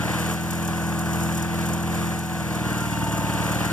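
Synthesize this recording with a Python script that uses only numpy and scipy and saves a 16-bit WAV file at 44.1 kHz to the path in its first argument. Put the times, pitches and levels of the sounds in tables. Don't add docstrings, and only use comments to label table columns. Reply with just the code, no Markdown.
import sys
import numpy as np
from scipy.fft import rfft, irfft, next_fast_len
from scipy.io import wavfile
from scipy.ndimage import map_coordinates

SR = 44100
rng = np.random.default_rng(int(sys.argv[2]) if len(sys.argv) > 2 else 0)


def inscribe(sig):
    pcm = np.round(np.clip(np.atleast_2d(sig).T, -1, 1) * 32767)
    wavfile.write(sys.argv[1], SR, pcm.astype(np.int16))


N = 164052

# time_s, turns_per_s
ENGINE_SPEED = [(0.0, 39.14), (0.33, 41.5), (0.55, 41.77), (0.68, 41.57), (0.96, 41.16), (1.3, 41.63),
                (1.85, 41.87), (2.2, 41.74), (2.38, 41.29), (2.7, 39.2), (2.95, 38.01), (3.13, 37.3),
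                (3.3, 37.38), (3.58, 38.42), (3.72, 38.85)]
# time_s, exhaust_db, low_roar_db, high_roar_db, hiss_db
LOUDNESS = [(0.0, -27.5, -30, -36, -41), (0.14, -27, -29, -34.5, -38.5), (0.32, -26.5, -30, -37, -38),
            (0.38, -29.5, -34.5, -40.5, -42.5), (0.6, -27.5, -32.5, -39, -40.5),
            (1.02, -26.5, -31, -40.5, -41), (1.25, -25, -29.5, -38, -38),
            (1.48, -27.5, -33.5, -39.5, -42.5), (1.66, -25, -30.5, -37.5, -40),
            (1.82, -27.5, -33, -41, -43.5), (1.96, -26, -30.5, -37.5, -39), (2.14, -27, -32, -39, -40),
            (2.23, -30, -36, -41.5, -43), (2.72, -26.5, -29.5, -37.5, -41),
            (2.87, -28.5, -34.5, -38.5, -39.5), (3.0, -26.5, -33, -39.5, -40.5),
            (3.5, -26, -28.5, -35.5, -38.5), (3.72, -27, -29.5, -35, -38.5)]
# share_of_cycle, strength_db
PULSES = [(.135, 2), (.34, -2), (0.609, 1), (0.826, -1.5)]
# multiple_of_speed, level_db
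FAST_TONES = [(2, -4), (2.5, -13), (3, -5), (3.5, -9), (4, 1.2), (4.5, -5.5), (5, -2), (6, -15), (6.5, -16),
              (7, -18.5), (7.5, -18.5), (8, -7)]
SLOW_TONES = [(2, -3), (2.5, -9), (3, 2), (3.5, -5), (4, -2), (4.5, -1), (5, 2), (5.5, -18), (6, -6),
              (6.5, -14.5), (7, -12.5), (7.5, -3), (8, -7), (8.5, -13), (9, -8)]
# pitch_hz, level_db
PUFF_COLOUR = [(50, -7), (75, -6.5), (170, -5.5), (330, -9), (420, -9), (700, -40)]
ROAR_COLOUR = [(430, -4), (620, -3.5), (730, -1.5), (810, -3.5), (950, -4.5), (1150, -2.5), (1300, -7.5),
               (1490, -5.5), (1700, -7.5), (2100, -9.5), (2750, -10), (3200, -11), (3600, -15.5),
               (4200, -15.5), (5000, -19)]
HISS_COLOUR = [(5000, -10.5), (5650, -8.5), (5770, -3), (5900, -7.4), (6550, -3.1), (6700, -5.0),
               (6880, 0.0), (7600, -5.9), (8400, -5.2), (10700, -8.6), (12000, -14.7), (12900, -12.3),
               (13350, -2.7), (13750, -12.7), (14200, -12.4)]
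# multiple_of_speed, ring_hz, width_hz, level_db
FAN_TONES = [(18, 745, 45, -44), (18, 672, 62, -43), (24, 897, 34, -35.5), (36, 1405, 69, -39),
             (36, 1488, 39, -44)]
# pitch_hz, width_hz, calm_db, shaken_db
PANEL_NOTES = [(899.3, 43, -47.5, -43.5), (1014, 34, -52, -45.5), (1562, 60, -62, -47),
               (2823, 98, -59, -45.5)]
# start_s, strength_db
VALVE_CLACKS = [(0.1944, -23), (0.5046, -18.5), (0.528, -21), (0.6733, -20), (0.987, -18.5),
                (1.2306, -21.5), (1.373, -20.5), (1.422, -19.5), (1.685, -22), (1.732, -19), (2.187, -21),
                (2.543, -27)]
# pitch_hz, side_over_middle_db
STEREO_WIDTH = [(60, -8), (330, -6), (550, -17), (800, -17), (1100, -50), (1400, -8.5), (1750, 0.5),
                (2020, 10), (2150, 51), (2290, 4.5), (2700, -1.5), (3200, -7), (3550, -14), (3850, 17.5),
                (4100, 59), (4400, -1.5), (4650, 3.5), (5250, -21), (5850, -1.5), (6350, 10.5), (6900, 0.5),
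                (7500, -4), (8400, 3.5), (9800, -0.5), (13200, -3.5)]
# pitch_hz, left_over_right_db
STEREO_BALANCE = [(60, -3), (120, -2), (240, 2), (470, 3.0), (930, 0), (1860, 1.5), (3690, 2), (7320, 1.5),
                  (14600, 2)]

TICK_AT = 0.71
TOP_HZ = 14350


def amp(db):
    return 10 ** (np.asarray(db) / 20)


def unit(x):
    return x / np.sqrt(np.mean(x ** 2) + 1e-20)


def along(table, hz):
    pitches, values = np.transpose(table)
    return np.interp(np.log(hz + 1), np.log(pitches + 1), values)


def curves(table):
    times, *columns = np.transpose(table)
    return [np.interp(np.arange(N) / SR, times, column) for column in columns]


def wobble(rate):
    return map_coordinates(rng.standard_normal(int(N * rate / SR) + 4), [np.arange(N) * rate / SR])


def filtered(x, response):
    size = next_fast_len(N + SR // 2)
    return irfft(rfft(x, size) * response(np.fft.rfftfreq(size, 1 / SR)), size)[..., :N]


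def above(hz, edge_hz, order=8):
    return 1 / np.sqrt(1 + (edge_hz / (hz + 1)) ** (2 * order))


def below(hz, edge_hz, order=8):
    return 1 / np.sqrt(1 + (hz / edge_hz) ** (2 * order))


def noise():
    return rng.standard_normal((2, N))


def stereo(pair, shared=0.65):
    side = np.sqrt(shared) * filtered(pair[0], lambda hz: 1j) + np.sqrt(1 - shared) * pair[1]
    angle = lambda hz: np.arctan(amp(along(STEREO_WIDTH, hz)))
    middle = filtered(pair[0], lambda hz: np.cos(angle(hz)))
    side = filtered(side, lambda hz: np.sin(angle(hz)))
    return np.array([middle + side, middle - side])


def chug(tones, cycles, firing_db, size=512):
    multiples, db = np.transpose(tones)
    pulses = sum(amp(level + firing_db * (i == 0)) * np.exp(-4j * np.pi * multiples * at)
                 for i, (at, level) in enumerate(PULSES))
    place = np.arange(size) / size
    wave = amp(db) @ np.cos(4 * np.pi * multiples[:, None] * place + np.angle(pulses)[:, None])
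    return -unit(np.interp(cycles % 1, place, wave, period=1))


def muffler(hz, boom_hz=323.5, width_hz=27, boom_db=3):
    return amp(boom_db / (1 + (2 * (hz - boom_hz) / width_hz) ** 2)) * above(hz, 64, order=5)


def exhaust(speed, turns, level_db, fast_hz=41.4, slow_hz=39.54, puff_db=-15):
    cycles = turns / 2 + 0.0028 * wobble(24.72)
    slowness = np.clip((fast_hz - speed) / (fast_hz - slow_hz), 0, 1)
    fast = chug(FAST_TONES, cycles, firing_db=0.5)
    slow = chug(SLOW_TONES, cycles, firing_db=4.8)
    tone = ((1 - slowness) * fast + slowness * slow) * amp(0.4 * wobble(40))
    tone = filtered(tone, muffler)
    side = filtered(tone, lambda hz: 1j * np.hypot(1, 170 / (hz + 20)))
    side *= amp(-11 + 0.49 * wobble(19))
    since_firing = (cycles - PULSES[0][0]) % 1
    gas = noise() * np.exp(-since_firing)
    gas = filtered(gas, lambda hz: amp(along(PUFF_COLOUR, hz)) * muffler(hz) * below(hz, 380))
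    puff = unit(stereo(gas, shared=0.14))
    return amp(level_db) * (unit(np.array([tone + side, tone - side])) + amp(puff_db) * puff)


def fan_roar(turns, low_db, high_db, repeat_share=0.29, split_hz=1643, size=2048):
    place = (turns / 2 + 0.00051 * wobble(15)) % 1 * size
    patterns = rng.standard_normal((2, size))
    clatter = np.array([unit(map_coordinates(row, [place], mode="wrap")) for row in patterns])
    air = np.sqrt(repeat_share) * clatter + np.sqrt(1 - repeat_share) * noise()
    throb_db = -0.16 * np.cos(2 * np.pi * (turns - TICK_AT))
    air = stereo(air * amp(throb_db + 1.22 * wobble(220)))
    surge = amp(1.5 * np.cos(2 * np.pi * (turns / 2 - 0.86)))
    colour = lambda hz: amp(along(ROAR_COLOUR, hz))
    low = filtered(air * surge, lambda hz: colour(hz) * above(hz, 419) * below(hz, split_hz))
    high = filtered(air, lambda hz: colour(hz) * above(hz, split_hz) * below(hz, 5230))
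    return amp(low_db - 2.5) * unit(low) + amp(high_db) * unit(high)


def fan_whine(speed, turns, waver_db=2.1, throb=0.35):
    out = np.zeros(N)
    drift = 0.2 * wobble(23.93)
    for multiple, ring_hz, width_hz, db in FAN_TONES:
        off_pitch = 2 * (multiple * speed - ring_hz) / width_hz
        gain = amp(db + waver_db * wobble(20)) / (1 + off_pitch ** 2)
        out += np.sqrt(2) * gain * np.sin(2 * np.pi * multiple * turns + drift)
    return out * (1 + throb * np.cos(2 * np.pi * (turns - TICK_AT)))


def loose_panels(speed, turns, shake_below_hz=39.75, knock_db=5):
    shaken = (1 + np.tanh((shake_below_hz - speed) / 0.26)) / 2
    knocks = amp(knock_db * np.cos(2 * np.pi * turns))
    out = np.zeros((2, N))
    for pitch_hz, width_hz, calm_db, shaken_db in PANEL_NOTES:
        ring = filtered(noise() * knocks, lambda hz: 1 / (1 + 2j * (hz - pitch_hz) / width_hz) ** 2)
        out += amp(calm_db + (shaken_db - calm_db) * shaken) * unit(stereo(ring))
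    return out


def air_rumble(level_db=-58.5):
    rumble = filtered(noise(), lambda hz: above(hz, 20, order=2) * below(hz, 45, order=2))
    return amp(level_db) * unit(rumble)


def valves(turns, hiss_db, tick_db=-6.5, scatter_db=4.5, tick_width_turns=0.16):
    nearest = np.round(turns - TICK_AT).astype(int)
    strengths = amp(tick_db + scatter_db * np.clip(rng.standard_normal(nearest[-1] + 2), -2, 1.5))
    ticks = strengths[nearest] / np.cosh((turns - TICK_AT - nearest) / tick_width_turns)
    flicker = amp(0.58 * wobble(500))
    ticking = amp(hiss_db + 1.33) * unit(np.hypot(0.5, ticks) * flicker)
    clacks = sum(amp(db - 0.5) * clack(start_s) for start_s, db in VALVE_CLACKS)
    raw = noise() * np.hypot(ticking, clacks)
    hiss = filtered(raw, lambda hz: amp(along(HISS_COLOUR, hz)) * above(hz, 4910) * (hz < TOP_HZ))
    return raw.std() * unit(stereo(hiss, shared=0.2))


def clack(start_s, rise_s=0.0044, decay_s=0.005):
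    age = np.maximum(np.arange(N) / SR - start_s, 0)
    return (1 - np.exp(-(age / rise_s) ** 2)) * np.exp(-age / decay_s)


def scene():
    speed, = curves(ENGINE_SPEED)
    turns = np.cumsum(speed) / SR
    exhaust_db, low_db, high_db, hiss_db = curves(LOUDNESS)
    casing = fan_roar(turns, low_db, high_db) + fan_whine(speed, turns) + loose_panels(speed, turns)
    return exhaust(speed, turns, exhaust_db) + casing + valves(turns, hiss_db) + air_rumble()


def record(dry):
    halves = np.array([[0.5], [-0.5]])
    return filtered(dry, lambda hz: amp(along(STEREO_BALANCE, hz) * halves) * (hz < TOP_HZ))


dry = scene()
out = record(dry)
inscribe(out)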